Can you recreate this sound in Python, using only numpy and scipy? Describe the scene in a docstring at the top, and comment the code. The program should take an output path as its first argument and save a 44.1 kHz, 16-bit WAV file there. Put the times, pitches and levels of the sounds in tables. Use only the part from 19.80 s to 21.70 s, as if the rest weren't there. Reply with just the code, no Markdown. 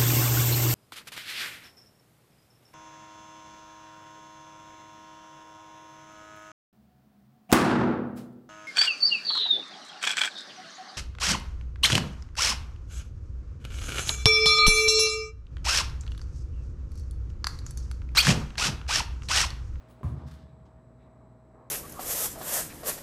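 """A heavy door bumps once, dully, in a bare concrete bike store and the low modes of the room boom on.
A shoe scuffs the floor and clothing brushes softly; ventilation rumbles and hums with a faint high whine."""
import sys
import numpy as np
from scipy import signal
from scipy.fft import rfft, irfft
from scipy.io import wavfile

SR = 44100
rng = np.random.default_rng(int(sys.argv[2]) if len(sys.argv) > 2 else 0)


def pcm_store(signal):
    """Save signal as 16-bit PCM."""
    levels = np.round(np.clip(np.atleast_2d(signal), -1, 1) * 32767)
    wavfile.write(sys.argv[1], SR, levels.astype(np.int16).T)


N = 83790

BUMP_S, PRE_TOUCH_S, PRE_TOUCH_DB = .232, .2115, -47   # the blow, and a soft touch just before it
BOOM_LAG_S, BOOM_RISE_S, BOOM_DB = 0.01277, 0.0062, 0.1   # the heavy panel sets the bass going a little later
# low modes of door and room: (Hz, dB, t60 s)
BOOM_MODES = [(65.9, -35.7, 1.48), (75.8, -36.2, 1.7), (80.3, -27.1, .51), (88.6, -24.3, .3), (117.3, -24.2, .36), (126.8, -40.7, 1.12), (131.6, -39.1, 1.55), (140.3, -30.6, .57), (149.3, -40.6, 1.38), (160, -45.7, 1.28), (225.7, -50, 1.07), (238.9, -47.3, 2.0)]   # fixed
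# short knock of the door leaf: (Hz, dB, t60 s)
KNOCK_MODES = [(142, -37, 0.091), (225, -37, 0.12), (304.2, -50, 0.8), (354, -44.5, 0.069), (558, -50.5, 0.36), (722, -56.5, 1), (1030, -50, 0.39), (1077, -39, 0.052), (1178, -58, 0.42), (1286, -59.5, 0.17), (1583, -62, 0.45)]
# the blow scattered by the walls: (Hz, dB per Hz)
SLAP = [(170, 8), (230, -4.5), (350, -2), (550, -10), (850, -10.5), (1100, -6.5), (1450, -18.5), (2200, -24.5), (5000, -33.5), (10000, -33), (13000, -43), (16000, -38)]
SLAP_DB, SLAP_RISE_S, CRACK_DB, CRACK_S = -44, 0.0065, -59, 0.0042
# reverberation of the room: (Hz, t60 s)
ROOM_T60 = [(100, 3.6), (400, 0.63), (1100, 0.88), (3000, 0.57), (7000, 0.53), (14000, 0.28)]
# shoe scuffs, each with its own brightness: (s, level dB, attack s, hold s, release s, treble edge Hz)
SCUFFS = [(.36, -70, 0.0043, 0.072, 0.047, 6440), (.459, -58, 0.019, 0.0063, 0.019, 10900), (.51, -57, 0.0028, 0.0061, 0.015, 11500), (.535, -66.5, 0.006, 0.015, 0.028, 12500), (.57, -69.5, .012, 0.048, 0.0079, 5900), (.85, -71, .008, 0.0082, .014, 7500), (.955, -69, 0.013, 0.021, .01, 2130)]
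SCUFF_COLOUR = [(1000, 1), (1600, 1.5), (2500, -8), (3400, -1), (4400, -5), (5200, -5), (6800, -10), (10500, -14), (15500, -7.5)]   # (Hz, dB per Hz)
# thin brushes of clothing: (s, level dB, attack s, hold s, release s, treble edge Hz)
BRUSHES = [(.082, -68.5, 0.0066, 0.0056, 0.018, 18200), (.097, -65.5, 0.012, 0.0051, 0.021, 17700), (.268, -65, 0.015, 0.018, 0.026, 14000)]
BRUSH_COLOUR = [(1500, -12), (3500, 1), (6000, -5.5), (8500, -4), (9500, -3), (11000, -1), (13000, -12), (15500, 4)]
# dull shuffling movements: (s, level dB, attack s, hold s, release s, treble edge Hz)
SHUFFLES = [(.07, -62, 0.022, 0.014, 0.038, 3000), (.355, -52.5, 0.043, 0.034, .018, 2500), (.81, -63.5, 0.053, 0.045, 0.068, 2000), (1.2, -65, 0.028, 0.28, .06, 2070), (1.695, -58, 0.056, 0.063, 0.098, 1980)]
SHUFFLE_COLOUR = [(150, -3.5), (280, 8.5), (500, -1.5), (800, 0.5), (1150, -2.5), (1500, -15), (2200, -16), (4000, -42.5)]
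RUB_ROOM_DB = -6
# a soft rustle dying away at the start
RUSTLE_DB, RUSTLE_FADE_DB_PER_S = -62.5, 22
RUSTLE_COLOUR = [(600, 11), (1300, 2), (2500, -6.5), (4000, -12.5), (7000, -21.5), (12000, -31.5)]
# ventilation: (Hz, dB per Hz), and its steady tones (Hz, dB rms)
VENT = [(36, -20.5), (46, 0.5), (60, 2.5), (90, -3.5), (130, -1.5), (190, -4), (300, -8), (500, -10.5), (750, -13.5), (1100, -16.5), (1600, -25.5), (2100, -30.5), (2800, -40.5), (6000, -46), (10000, -51.5), (15000, -59)]
VENT_DB = -58.5
HUM = [(59.5, -63), (119.7, -59), (240, -66), (640.3, -65)]
# narrow bands of electrical whine: (Hz, width Hz, dB rms)
WHINE = [(3970, 230, -92.5), (7860, 410, -87.5)]
MIC_LOW_HZ = 39   # fixed
CUTOFF_HZ = 15800   # fixed
T = np.arange(N) / SR
# faint squeaks of a sole: (s, level dB, attack s, hold s, release s, treble edge Hz)
SQUEAKS = [(.675, -75, 0.012, 0.022, 0.0075, 5000), (1.188, -77, 0.0073, 0.0099, 0.023, 5050), (1.212, -72, 0.0074, 0.0097, 0.026, 4500)]
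SQUEAK_COLOUR = [(1700, -7), (2400, -5), (3200, -18.5), (3850, -4), (4400, -24), (8000, -16)]   # (Hz, dB per Hz)
PRE_TOUCH_MODES = [(405, 5.5, 0.04), (610, -0.5, 0.04)]   # the soft touch: (Hz, dB, t60 s)


def from_db(db):
    """Decibels to gain."""
    return 10 ** (np.asarray(db) / 20)


def rms_one(x):
    """Scale to rms 1."""
    return x / np.sqrt(np.mean(x ** 2) + 1e-20)


def at_hz(points, hz):
    """Read a table on a log-frequency axis."""
    points = np.array(points)
    return np.interp(np.log(hz), np.log(points[:, 0]), points[:, 1])


def noise(colour):
    """Noise of rms 1 with the given spectrum, falling steeply beyond its ends."""
    hz = np.maximum(np.fft.rfftfreq(N, 1 / SR), 1)
    skirts = 1 / np.sqrt((1 + (colour[0][0] / hz) ** 6) * (1 + (hz / colour[-1][0] / 2) ** 6))  # fixed
    return rms_one(irfft(rfft(rng.standard_normal(N)) * from_db(at_hz(colour, hz)) * skirts, N))


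def drift(rate):
    """Slow random motion of spread 1."""
    r = np.exp(-2 * np.pi * rate / SR)
    return rms_one(signal.lfilter([1], [1, -2 * r, r * r], rng.standard_normal(N + SR))[SR:])


def since(start):
    """Seconds since a moment, zero before it."""
    return np.maximum(T - start, 0)


def ring(modes, age):
    """Decaying sines of a struck body."""
    return sum(from_db(db - 60 * age / t60) * np.sin(2 * np.pi * hz * age) for hz, db, t60 in modes)


def die_away(x, age):
    """Let each octave of a noise fade at the room's rate."""
    centres = 62.5 * 2.0 ** np.arange(9)  # fixed
    log_hz, spectrum = np.log(np.maximum(np.fft.rfftfreq(N, 1 / SR), 1)), rfft(x)
    return sum(irfft(spectrum * np.interp(log_hz, np.log(centres), share), N) * from_db(-60 * age / at_hz(ROOM_T60, hz))
               for hz, share in zip(centres, np.eye(len(centres))))


def room(x):
    """Diffuse reverberation of the concrete walls."""
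    tail = die_away(rng.standard_normal(N), T) * (1 - np.exp(-T / 0.0027))
    return signal.fftconvolve(x, tail / np.sqrt(np.sum(tail ** 2)))[:N]


def door():
    """A soft touch, then the blow: a crack, a short knock, a swelling boom and the wash from the walls."""
    age, boom_age, touch_age = since(BUMP_S), since(BUMP_S + BOOM_LAG_S), since(PRE_TOUCH_S)
    touch = from_db(PRE_TOUCH_DB) * ring(PRE_TOUCH_MODES, touch_age)
    crack = from_db(CRACK_DB) * noise([(1100, -5), (2600, -5), (5000, -29), (15000, -8)]) * (age > 0) * np.exp(-age / CRACK_S)
    boom = from_db(BOOM_DB) * ring(BOOM_MODES, boom_age) * (1 - np.exp(-boom_age / BOOM_RISE_S))
    wash = from_db(SLAP_DB) * die_away(noise(SLAP), age) * (1 - np.exp(-age / SLAP_RISE_S))
    return touch + crack + ring(KNOCK_MODES, age) + boom + wash


def rub(strokes, colour, grain_db, grain_rate):
    """Friction: each stroke swells, holds and lets go, made grainy by tiny catches."""
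    friction = rms_one(noise(colour) * from_db(grain_db * drift(grain_rate)))
    out = np.zeros(N)
    for s, db, attack, hold, release, edge_hz in strokes:
        level = from_db(db) * np.clip(since(s) / attack, 0, 1) * np.exp(-since(s + attack + hold) / release)
        out += level * signal.sosfilt(signal.butter(3, min(edge_hz, .45 * SR), fs=SR, output="sos"), friction)
    return out


def movement():
    """Shoes and clothing close by, with their reverberation."""
    dry = (rub(SCUFFS, SCUFF_COLOUR, grain_db=2.5, grain_rate=570)
           + rub(SQUEAKS, SQUEAK_COLOUR, grain_db=3.5, grain_rate=120)
           + rub(BRUSHES, BRUSH_COLOUR, grain_db=1, grain_rate=500)
           + rub(SHUFFLES, SHUFFLE_COLOUR, grain_db=1.5, grain_rate=74))
    rustle = from_db(RUSTLE_DB - RUSTLE_FADE_DB_PER_S * T + 0.4 * drift(40)) * noise(RUSTLE_COLOUR)
    return dry + from_db(RUB_ROOM_DB) * room(dry) + rustle


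def ventilation():
    """Air rumble, steady motor tones and a thin whine."""
    hum = sum(from_db(db) * np.sqrt(2) * np.sin(2 * np.pi * (hz * T + rng.random())) for hz, db in HUM)
    whine = sum(from_db(db) * rms_one(signal.sosfilt(signal.butter(2, [hz - width / 2, hz + width / 2], "band", fs=SR, output="sos"), rng.standard_normal(N)))
                for hz, width, db in WHINE)
    return from_db(VENT_DB) * noise(VENT) + hum + whine


def scene():
    """Everything at one microphone."""
    return (door() + movement() + ventilation())[None]


def record(dry):
    """The microphone loses the deepest bass; the top is cut."""
    thinned = signal.sosfilt(signal.butter(4, MIC_LOW_HZ, "high", fs=SR, output="sos"), dry)
    return signal.sosfilt(signal.ellip(10, .1, 80, CUTOFF_HZ, fs=SR, output="sos"), thinned)  # fixed


dry = scene()
out = record(dry)
pcm_store(out)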